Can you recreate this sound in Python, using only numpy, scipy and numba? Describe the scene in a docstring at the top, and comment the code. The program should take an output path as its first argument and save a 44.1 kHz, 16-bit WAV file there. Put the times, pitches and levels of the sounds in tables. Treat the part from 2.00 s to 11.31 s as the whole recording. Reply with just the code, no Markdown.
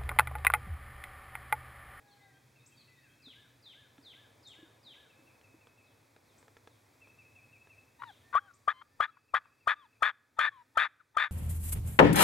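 """A reed turkey call plays a run of raspy yelps, close by on the left, at the wooded edge of a field.
Each yelp starts as a whistle and breaks into a rattle as the reed slaps and rings the call's cavity;
in between, the slack reed whines and sputters. Songbirds sing in the trees, twigs and gear tick, and
far traffic drones under a soft hiss. A limiter ducks the background once the yelps begin."""
import sys
import numpy as np
from scipy import signal
from scipy.fft import rfft, irfft, next_fast_len
from scipy.io import wavfile
from scipy.ndimage import uniform_filter1d
from numba import njit

SR = 44100
rng = np.random.default_rng(int(sys.argv[2]) if len(sys.argv) > 2 else 0)


def put_to_file(sound):
    """Save the sound as 16-bit audio at rate SR, in the file named by the first command-line argument."""
    columns = np.atleast_2d(sound).T  # one column per channel
    safe = np.clip(columns, -1, 1)
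    whole_steps = np.round(safe * 32767)
    wavfile.write(sys.argv[1], SR, whole_steps.astype(np.int16))


N = 410571
TIME = np.arange(N) / SR

# the yelps: (start [s], length [s], level [dB], rattle [dB], whistle pitch [Hz], whistle decay [s])
YELP_CUES = [(6.354, 0.04, -20.5, -12.5, 1132, 0.048), (6.681, 0.046, -18, -8.5, 1194, 0.012),
             (7.006, 0.058, -14.5, -6.5, 1235, 0.0056), (7.343, 0.047, -12.5, -8.5, 1198, 0.0023),
             (7.676, 0.066, -14.5, -5, 1201, 0.0038), (8.026, 0.087, -14.5, -4, 1293, 0.0071),
             (8.391, 0.1, -14, -5, 1266, 0.0062), (8.775, 0.1, -11.5, -3.5, 1283, 0.0047),
             (9.171, 0.110, -13, -5.5, 1224, 0.0075)]
# resonances of the call's cavity: (frequency [Hz], width [Hz], level [dB])
CAVITY_MODES = [(595, 210, -26.5), (828, 120, -12), (1100, 550, -1), (1620, 205, 9), (1850, 486, -2.5),
                (2250, 430, -1), (2680, 510, -5.5), (3375, 82, -22.5), (3840, 220, 0.5), (4790, 220, -20.5)]
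# noisy edge of the slaps: (frequency [Hz], level [dB])
EDGE_EQ = [(100, -5), (300, 2.5), (600, 5), (1500, 5.5), (4000, 4.5), (5500, -9.5), (7500, -6.5),
           (10000, -8.5), (13000, -20), (15500, -29)]
# hollow pop that starts a yelp: (frequency [Hz], level [dB], t60 [s])
POP_MODES = [(96, -11, 0.026), (189, -21, 0.048), (537, -13.5, 0.058), (684, 11.5, 0.014)]
# reed whines: (start [s], end [s], first [Hz], middle [Hz], last [Hz], level [dB], overtones [dB])
WHINE_CUES = [(5.99, 6.118, 903, 971, 710, -55.5, -5.5), (6.39, 6.498, 825, 805, 764, -66.5, -0.5),
              (6.472, 6.524, 1596, 1440, 1354, -56.5, -22), (6.725, 6.833, 1039, 1031, 1080, -58, 3.5),
              (7.07, 7.11, 1110, 1287, 1286, -45.5, -8.5), (7.755, 7.869, 1183, 1150, 820, -54.5, -6),
              (8.466, 8.496, 1786, 1742, 1720, -23, -31.5), (8.511, 8.633, 1160, 1017, 932, -51, -14),
              (8.994, 9.021, 1610, 1380, 1080, -47, -28)]
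# reed sputters: (start [s], length [s], level [dB])
SPUTTER_CUES = [(6.018, 0.0086, -42.5), (6.033, 0.01, -41), (6.327, 0.016, -42), (6.339, 0.015, -32.5),
                (6.812, 0.016, -47), (7.167, 0.013, -53), (7.451, 0.015, -55.5)]
# the call's stereo position: (frequency [Hz], left minus right [dB])
CALL_PAN = [(100, 7), (350, 4), (700, 3.5), (1290, 7.5), (2380, 7.5), (4000, 0), (8000, 0), (14000, -0.5)]
# its phase difference between the sides: (frequency [Hz], left minus right phase [rad]); the sides differ most
# in the low pop, about 2 rad near 250 Hz
CALL_PHASE_SPLIT = [(100, 1), (250, 2), (500, 0.9), (1250, 0.77), (1650, 0.5), (3500, 0.5), (8000, 1.45)]

# songbird note shapes: (time [s], pitch [Hz], level [dB])
SLUR_NOTE = [(0, 5300, -12), (.02, 4270, -10.5), (.045, 3710, 3), (.075, 3300, -1.5), (.105, 2950, -5.5),
             (.115, 2080, -6.5), (.13, 1701, -46)]
WARBLE_NOTE = [(0, 2760, -17.5), (.015, 2660, 6), (.035, 2550, 3), (.05, 2340, 2), (.065, 2560, -8.5),
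               (.10, 2580, 5.5), (.12, 2580, -21)]
ARCH_NOTE = [(0, 1512, -5), (.03, 1657, 4), (.06, 1754, 5.5), (.095, 1650, 1.5), (.128, 1380, -3)]
SEESAW_NOTE = [(0, 3540, -13), (.03, 3730, 4), (.065, 3880, -10), (.08, 3880, -40), (.125, 3150, -40),
               (.14, 3160, 0), (.18, 3290, -2), (.21, 3260, -6)]
TRILL_NOTE = [(0, 4800, -5.5), (.025, 4730, -1.5), (.05, 4680, -3.5)]
CHIP_NOTE = [(0, 4745, -1), (.006, 7450, 6), (.013, 8000, 2), (.022, 8510, -2)]
# phrases of one repeated note: (start [s], count, spacing [s], level [dB])
SLUR_PHRASES = [(0.045, 2, 0.687, -73), (1.219, 5, 0.402, -53.5), (3.83, 3, 0.42, -76), (6.04, 1, 0.4, -65)]
WARBLE_PHRASES = [(0.548, 5, 0.16, -69.5), (3.088, 5, 0.17, -68.5), (5.005, 5, 0.171, -61),
                  (7.115, 6, 0.16, -66.5)]
ARCH_PHRASES = [(1.345, 5, 0.401, -67)]
SEESAW_PHRASES = [(0.203, 3, 0.375, -71.5)]
TRILL_PHRASES = [(6.55, 26, 0.06, -76.5)]
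# lone chips: (time [s], level [dB])
CHIP_CUES = [(0.66, -62.5), (2.47, -62.5), (4.378, -68), (6.535, -64.5)]
# far birds' whistles: (start [s], end [s], first [Hz], middle [Hz], last [Hz], level [dB])
FAR_WHISTLE_CUES = [(0, 0.323, 810, 809, 758, -71), (0, .42, 1675, 1620, 1554, -74),
                    (.19, 0.336, 2020, 2010, 1840, -71.5), (0.102, 0.145, 4460, 4260, 3600, -65.5),
                    (0.763, 0.828, 4560, 4400, 3470, -63.5), (0.872, 1.101, 1993, 1913, 1442, -70.5),
                    (6.227, 6.303, 1756, 1806, 1790, -65), (6.891, 6.968, 1720, 1783, 1765, -67.5)]

# twigs and gear ticking nearby: (time [s], level [dB])
TICK_CUES = [(1.281, -64), (1.981, -59), (3.413, -63), (3.671, -57), (4.164, -59), (4.428, -62.5),
             (4.481, -57.5), (4.568, -53.5), (4.674, -53), (5.073, -63.5), (5.672, -61.5)]
# the ring of a tick: (frequency [Hz], level [dB], t60 [s])
TICK_RING = [(450, 3, 0.046), (630, 1, 0.021), (860, 4.5, 0.016), (1346, 2, 0.023), (1620, 3.5, 0.023),
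             (2270, 13.5, 0.0027), (3540, 2, 0.013)]
# soft knocks: (time [s], pitch [Hz], level [dB])
KNOCK_CUES = [(1.271, 265, -50), (1.985, 280, -48.5), (2.588, 315, -50.5), (2.629, 320, -46.5),
              (3.19, 314, -57), (3.542, 317, -51.5)]
# the bed of distant rumble and hiss: (frequency [Hz], level [dB])
AIR_EQ = [(15, -59.5), (25, -36), (43, -19.5), (113, 1), (183, -13.5), (267, -5.5), (368, -10.5), (523, -9),
          (722, -13), (970, -13), (1490, -17), (2560, -16), (2850, -29.5), (3440, -22), (15500, -29)]
# stereo image of the bed: (frequency [Hz], left-right correlation [0-1])
AIR_CORRELATION = [(60, 0.75), (130, 1), (290, 0.87), (640, 0.39), (1400, 0.46), (3100, 1), (6800, 1),
                   (15000, 0.059)]
# level ride on the bed's lower mids: (time [s], gain [dB])
AIR_MID_RIDE = [(0, -0.5), (1, -4.5), (2.6, 4), (4, 1), (5.5, 0), (9.3, -2)]
# drone of far traffic: (time [s], pitch [Hz], level [dB])
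TRAFFIC_DRONE = [(0, 122, -79), (0.7, 131, -72), (2.1, 125, -78.5), (2.7, 110, -79.5), (3.8, 100, -79.5),
                 (6.2, 104, -71), (6.9, 100, -77), (9.3, 100, -91)]

SLAPS_PER_S, OPEN_TUNING = 610, 0.96   # rattle rate; scale on the open cavity's frequencies
FADE_FROM, FADE_DB = 0.35, 18.5   # the pressure holds for this share of a yelp, then sinks this far
FULL_YELP_S, TILT_PER_DOUBLING = 0.14, 3.5   # longer yelps are driven harder: more tilt [dB/octave]


def yelps(pre_s=0.006, lead_in_share=0.26, lead_in_db=-28.5):
    """The run of yelps on the reed, each swelling out of its soft lead-in."""
    out = np.zeros(N)
    for start, length, db, rattle_db, whistle_hz, whistle_s in YELP_CUES:
        stir_s = lead_in_share * length
        add(out, start - stir_s, from_db(db + lead_in_db) * lead_in(stir_s))
        add(out, start - pre_s, from_db(db) * yelp(length, rattle_db, whistle_hz, whistle_s, pre_s))
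    return out


def yelp(length, rattle_db, whistle_hz, whistle_s, pre_s, pre_swell=0.38, attack_s=0.00093,
         stop_s=0.002, closed=0.14, open_s=0.022, reed_hz=1830, bend=0.37, bend_s=0.038):
    """A rising whistle, then a rattle that bends upward as the cavity opens, until the pressure fades."""
    t = TIME[:int((pre_s + length + 10 * stop_s) * SR)]
    age = np.maximum(t - pre_s, 0)
    fading = np.clip((age / length - FADE_FROM) / (1 - FADE_FROM), 0, 1) ** 2.29
    pressure = from_db(-FADE_DB * fading) * np.exp(-np.maximum(age - length, 0) / stop_s)
    snap = (1 + np.tanh((t - pre_s) / attack_s)) / 2
    swell = pre_swell * np.minimum(t / pre_s, 1) + (1 - pre_swell) * snap
    # the tuning sags and the tone dulls as the pressure fades
    sag, wander = 0.03 * fading, 0.014 * drift(len(t), 90)
    tuning = OPEN_TUNING * (1 - closed * np.exp(-age / open_s) - sag + wander)
    tilt = TILT_PER_DOUBLING * np.log2(length / FULL_YELP_S)
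    swing = from_db(-5) * reed_tone(reed_hz * tuning, second_db=-12, upper_db=-36, waver=.03)
    swing *= 1 + .7 * drift(len(t), 700)   # the slaps shake the reed's own swing
    rattle = rasp(t, SLAPS_PER_S, tuning, tilt - 4 * fading) + swing
    shudder_db = 1.13 * drift(len(t), 380)
    rattle *= from_db(rattle_db + shudder_db) * (1 - np.exp(-age / 0.0016))
    rising_hz = whistle_hz * (1 + bend * np.minimum(age / bend_s, 1) ** 3)
    whistle = reed_tone(rising_hz, second_db=-31.5, upper_db=-31, waver=.02)
    whistle *= np.sqrt(2) / (1 + (age / whistle_s) ** 3)
    out = pressure * swell * (rattle + whistle)
    add(out, pre_s / 2, kick(t, tilt)[:len(t) - int(pre_s / 2 * SR)])
    return out


def rasp(t, slap_hz, tuning, tilt, jitter=0.059, uneven_db=4.0, weak_db=-3.5, edge_db=-20.5):
    """The reed slaps unevenly, strong and weak in turn, and rings the cavity; tilt brightens it."""
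    count = int(t[-1] * slap_hz * 2) + 2
    chance = np.clip(rng.standard_normal((count, 2)), -2, 1.3)   # capped: no slap sticks out as a click
    slap_times = (np.cumsum(np.clip(1 + jitter * chance[:, 0], .5, 2)) - .5) / slap_hz
    force = from_db(uneven_db * chance[:, 1] + weak_db * (np.arange(count) % 2))
    slaps = np.bincount((slap_times * SR).astype(int), force, len(t))[:len(t)]
    flare = signal.lfilter([1], [1, -np.exp(-1 / (0.00075 * SR))], slaps)
    turbulence = flare * rng.standard_normal(len(t))
    drive = slaps + 0.04 * turbulence   # only a little air, so the rasp stays pitched
    body = 0
    for k, (hz, width, db) in enumerate(CAVITY_MODES):
        rung = resonate(resonate(drive, hz * tuning, float(width)), hz * tuning, float(width))
        body += (-1) ** k * from_db(db + tilt * np.log2(hz / 1500)) * rung
    edge = shaped(turbulence, lambda f: from_db(at_hz(EDGE_EQ, f)))
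    edge *= 1 + 3.2 * np.exp(-t / 0.024)   # the first slaps are the sharpest
    return rms_one(body) + from_db(edge_db + tilt) * rms_one(edge)


def reed_tone(hz, second_db, upper_db, waver, formant_hz=3400, width_hz=480):
    """The reed swings cleanly; upper harmonics light up as they cross the cavity's high resonance."""
    phase = 2 * np.pi * np.cumsum(hz * (1 + waver * drift(len(hz), 480))) / SR
    upper = sum(np.sin(k * phase) / (1 + (2 * (k * hz - formant_hz) / width_hz) ** 2) for k in (3, 4))
    tone = np.sin(phase) + from_db(second_db) * np.sin(2 * phase) + from_db(upper_db) * upper
    return np.sqrt(2) * tone


def kick(t, tilt, pop_db=-6, spit_db=-16, spit_per_tilt=1.9, spit_s=0.0035):
    """The reed kicks into motion with a hollow pop and a bright spit."""
    pop = sum(from_db(db) * ring(t, hz, t60) for hz, db, t60 in POP_MODES)
    pop *= 1 - np.exp(-t / 0.0025)
    spit = lowpass(rng.standard_normal(len(t)), 8500)
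    flare = (t / spit_s) ** 2 * np.exp(2 * (1 - t / spit_s))
    return from_db(pop_db) * pop + from_db(spit_db + spit_per_tilt * tilt) * flare * spit


def lead_in(length, pitch_hz=880, scratch_db=-4):
    """As the pressure builds, the reed stirs on a low scratchy tone."""
    hz, swell = glide(length, [pitch_hz] * 3, fade_s=0.021)
    scratch = from_db(scratch_db) * rasp(TIME[:len(hz)], SLAPS_PER_S, np.full(len(hz), 0.85), tilt=-7.5)
    return swell * (reed_tone(hz, second_db=-9, upper_db=-15, waver=0.033) + scratch)


def whines(scratch_db=-14, formant_hz=1600, width_hz=520):
    """Under light pressure the reed glides; its octave lights up at the cavity's main resonance."""
    out = np.zeros(N)
    for start, end, *pitches, db, overtones_db in WHINE_CUES:
        hz, swell = glide(end - start, pitches, fade_s=0.012)
        second_db = overtones_db - 20 * np.log10(1 + (2 * (2 * hz - formant_hz) / width_hz) ** 2)
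        scratch = from_db(scratch_db) * rasp(TIME[:len(hz)], SLAPS_PER_S, np.ones(len(hz)), tilt=-1.6)
        tone = reed_tone(hz, second_db, overtones_db, waver=0.018)
        add(out, start, from_db(db) * swell * (tone + scratch))
    return out


def sputters(cluck_hz=1130, cluck_db=1):
    """A few dull slaps around a short cluck when the reed only just catches."""
    out = np.zeros(N)
    for start, length, db in SPUTTER_CUES:
        t = TIME[:int(length * SR)]
        cluck = reed_tone(np.full(len(t), cluck_hz), second_db=-30, upper_db=-25.5, waver=0.094)
        slaps = rasp(t, slap_hz=480, tuning=np.full(len(t), 0.92), tilt=-9)
        add(out, start, from_db(db) * np.hanning(len(t)) ** 0.54 * (slaps + from_db(cluck_db) * cluck))
    return out


def from_the_left(x):
    """The caller sits to the left, so that side hears the mids louder and earlier."""
    half = np.array([[.5], [-.5]])
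    return shaped(x, lambda f: from_db(half * at_hz(CALL_PAN, f))
                  * np.exp(1j * half * at_hz(CALL_PHASE_SPLIT, f)))


def songbirds():
    """Slurs, chips and far whistles get more reverb; warbles, arches, seesaw and trill sound drier."""
    wetter = bird(SLUR_NOTE, phrases(SLUR_PHRASES), waver=0.0166)
    wetter += bird(CHIP_NOTE, CHIP_CUES, waver=.04) + far_whistles()
    drier = bird(WARBLE_NOTE, phrases(WARBLE_PHRASES))
    drier += bird(ARCH_NOTE, phrases(ARCH_PHRASES))   # the low ending of each loud slur
    drier += bird(SEESAW_NOTE, phrases(SEESAW_PHRASES)) + bird(TRILL_NOTE, phrases(TRILL_PHRASES))
    scatter = woods(wetter, t60=0.2, wet_db=-7.5, cutoff_hz=9880, correlation=0.45, build_s=0.0014)
    tail = woods(wetter + 0.55 * drier, t60=0.76, wet_db=-3, cutoff_hz=5750, correlation=1)
    return from_db(-4.5) * wetter + from_db(-5) * drier + scatter + tail


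def bird(shape, notes, waver=0.0096):
    """A bird repeats one whistled note, its pitch wavering a little differently each time."""
    out = np.zeros(N)
    times, hz, db = np.transpose(shape)
    t = np.arange(int(times[-1] * SR)) / SR
    for start, level_db in notes:
        pitch = np.interp(t, times, hz) * (1 + waver * drift(len(t), 150))
        gain = from_db(level_db + np.interp(t, times, db)) * signal.windows.tukey(len(t), .1)
        add(out, start, gain * sine(pitch))
    return out


def phrases(rows):
    """Spell phrases out as evenly spaced notes: (time [s], level [dB])."""
    return [(start + k * spacing, db) for start, count, spacing, db in rows for k in range(round(count))]


def far_whistles():
    """Birds across the field whistle pure slurred notes."""
    out = np.zeros(N)
    for start, end, *pitches, db in FAR_WHISTLE_CUES:
        hz, swell = glide(end - start, pitches, fade_s=0.016)
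        add(out, start, from_db(db) * swell * sine(hz))
    return out


def twigs_and_gear(tick_trim_db=-3):
    """Twigs and gear give dry ticks, each a crack with a short ring, and soft low knocks."""
    out, t = np.zeros(N), TIME[:SR // 5]
    for start, db in TICK_CUES:
        modes = 0
        for hz, mode_db, t60 in TICK_RING:
            gain = from_db(mode_db + 2 * rng.standard_normal())
            detune = 1 + 0.033 * rng.standard_normal()
            modes += gain * ring(t, hz * detune, t60) * rng.choice([-1, 1])
        crack = lowpass(rng.standard_normal(len(t)), 4500) * np.exp(-t / 0.0061)
        add(out, start, from_db(db + tick_trim_db) * (modes + 1.1 * crack))
    for start, hz, db in KNOCK_CUES:
        add(out, start, from_db(db) * ring(t, hz, t60=0.081) * (1 - np.exp(-t / 0.00075)))
    return out


def woods(x, t60, wet_db, cutoff_hz, correlation, build_s=0.0022):
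    """Trunks and leaves scatter a dull reverb tail back to both sides."""
    t = TIME[:int(1.5 * SR)]
    mid, side = rng.standard_normal((2, len(t)))
    noise = np.sqrt(1 + correlation) * mid + np.sqrt(1 - correlation) * side * [[1], [-1]]
    tail = noise * from_db(-60 * t / t60) * (1 - np.exp(-t / build_s))
    tail = lowpass(rms_one(tail) / np.sqrt(len(t)), cutoff_hz)
    return from_db(wet_db) * signal.fftconvolve(x[None], tail, axes=1)[:, :N]


def field_air(level_db=-66):
    """The open field's bed of soft rumble and hiss; its lower mids slowly swell and sink."""
    mid, side = rng.standard_normal((2, N))
    correlation = lambda f: np.clip(at_hz(AIR_CORRELATION, f), 0, 1)
    mid = shaped(mid, lambda f: from_db(at_hz(AIR_EQ, f)) * np.sqrt(1 + correlation(f)))
    side = shaped(side, lambda f: from_db(at_hz(AIR_EQ, f)) * np.sqrt(1 - correlation(f)))
    hiss = from_db(level_db + .5 * drift(N, 6.4)) * rms_one(mid + side * [[1], [-1]])
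    low_mids = shaped(hiss, lambda f: np.exp(-np.log2((f + 1) / 680) ** 2))
    ride = from_db(np.interp(TIME, *np.transpose(AIR_MID_RIDE)))
    return hiss + (ride - 1) * low_mids


def far_traffic(width_hz=26.0, waver_db=2):
    """Far traffic drones as a narrow, wavering band of low noise."""
    times, hz, db = np.transpose(TRAFFIC_DRONE)
    pitch = np.interp(TIME, times, hz)
    drone = resonate(resonate(rng.standard_normal(N), pitch, width_hz), pitch, width_hz)
    return from_db(np.interp(TIME, times, db) + waver_db * drift(N, 3.4)) * rms_one(drone)


def glide(length, pitches, fade_s):
    """Pitch curve through a first, middle and last pitch, and a fluttering swell to go with it."""
    progress = np.linspace(0, 1, int(length * SR))
    hz = np.polyval(np.polyfit([0, .5, 1], pitches, 2), progress)
    fades = np.clip(np.minimum(progress, 1 - progress) * length / fade_s, 0, 1)
    return hz, fades * from_db(1.2 * drift(len(hz), 70))


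def sine(hz):
    """A pure tone of rms 1 that follows a pitch curve."""
    return np.sqrt(2) * np.sin(2 * np.pi * np.cumsum(hz) / SR)


def ring(t, hz, t60):
    """A struck mode, dying by 60 dB in t60 seconds."""
    return np.sin(2 * np.pi * hz * t) * 1000 ** (-t / t60)


def drift(size, rate):
    """Random wander of spread about 1, with `rate` turning points a second."""
    points = rng.standard_normal(int(size * rate / SR) + 2)
    return np.interp(np.arange(size) * rate / SR, np.arange(len(points)), points)


@njit
def resonate(x, hz, width):
    """A swept resonance with a peak gain of 1."""
    r, y = np.exp(-np.pi * width / SR), np.zeros(len(x))
    for i in range(2, len(x)):
        feedback = 2 * r * np.cos(2 * np.pi * hz[i] / SR) * y[i - 1] - r * r * y[i - 2]
        y[i] = (1 - r * r) / 2 * (x[i] - x[i - 2]) + feedback
    return y


def lowpass(x, hz):
    """Roll off the top at 12 dB per octave."""
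    return signal.sosfilt(signal.butter(2, hz, fs=SR, output="sos"), x)


def shaped(x, gain):
    """EQ by a gain that is a function of frequency."""
    size = next_fast_len(x.shape[-1] + 2048)
    hz = np.arange(size // 2 + 1) * SR / size
    return irfft(rfft(x, size) * gain(hz), size)[..., :x.shape[-1]]


def at_hz(points, hz):
    """Read a table on a log-frequency axis."""
    f, value = np.transpose(points)
    return np.interp(np.log(hz + 1e-3), np.log(f), value)


def from_db(db):
    """Decibels to gain."""
    return 10 ** (np.asarray(db) / 20)


def rms_one(x):
    """Scale to an rms of 1."""
    return x / np.sqrt(np.mean(x ** 2) + 1e-20)


def add(track, start_s, sound):
    """Mix a sound in at a given time."""
    i = int(start_s * SR)
    track[i:i + len(sound)] += sound[:N - i]


def scene():
    """The mix: the call up front, birds in the trees, the field behind."""
    call = yelps() + whines() + sputters()
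    birds = songbirds() * from_db([[.7], [-.7]])   # a touch to the left
    echo = woods(call, t60=0.59, wet_db=-32, cutoff_hz=4000, correlation=0.95)
    return from_the_left(call) + echo + birds + twigs_and_gear() + field_air() + far_traffic()


def limiter(x, threshold_db=-19, release_db_per_s=8, attack_s=0.0026):
    """Loud sound pulls the gain down within milliseconds; it creeps back slowly."""
    power = uniform_filter1d((x ** 2).max(axis=0), size=260)
    over_db = np.maximum(10 * np.log10(np.abs(power) + 1e-12) - threshold_db, 0)
    held_db = np.maximum.accumulate(over_db + release_db_per_s * TIME) - release_db_per_s * TIME
    pole = np.exp(-1 / (attack_s * SR))
    return x * from_db(-signal.lfilter([1 - pole], [1, -pole], held_db))


def record(dry):
    """Master chain: the limiter, then a steep high cut."""
    return signal.sosfilt(signal.ellip(10, .1, 80, 15800, fs=SR, output="sos"), limiter(dry))


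dry = scene()
out = record(dry)
put_to_file(out)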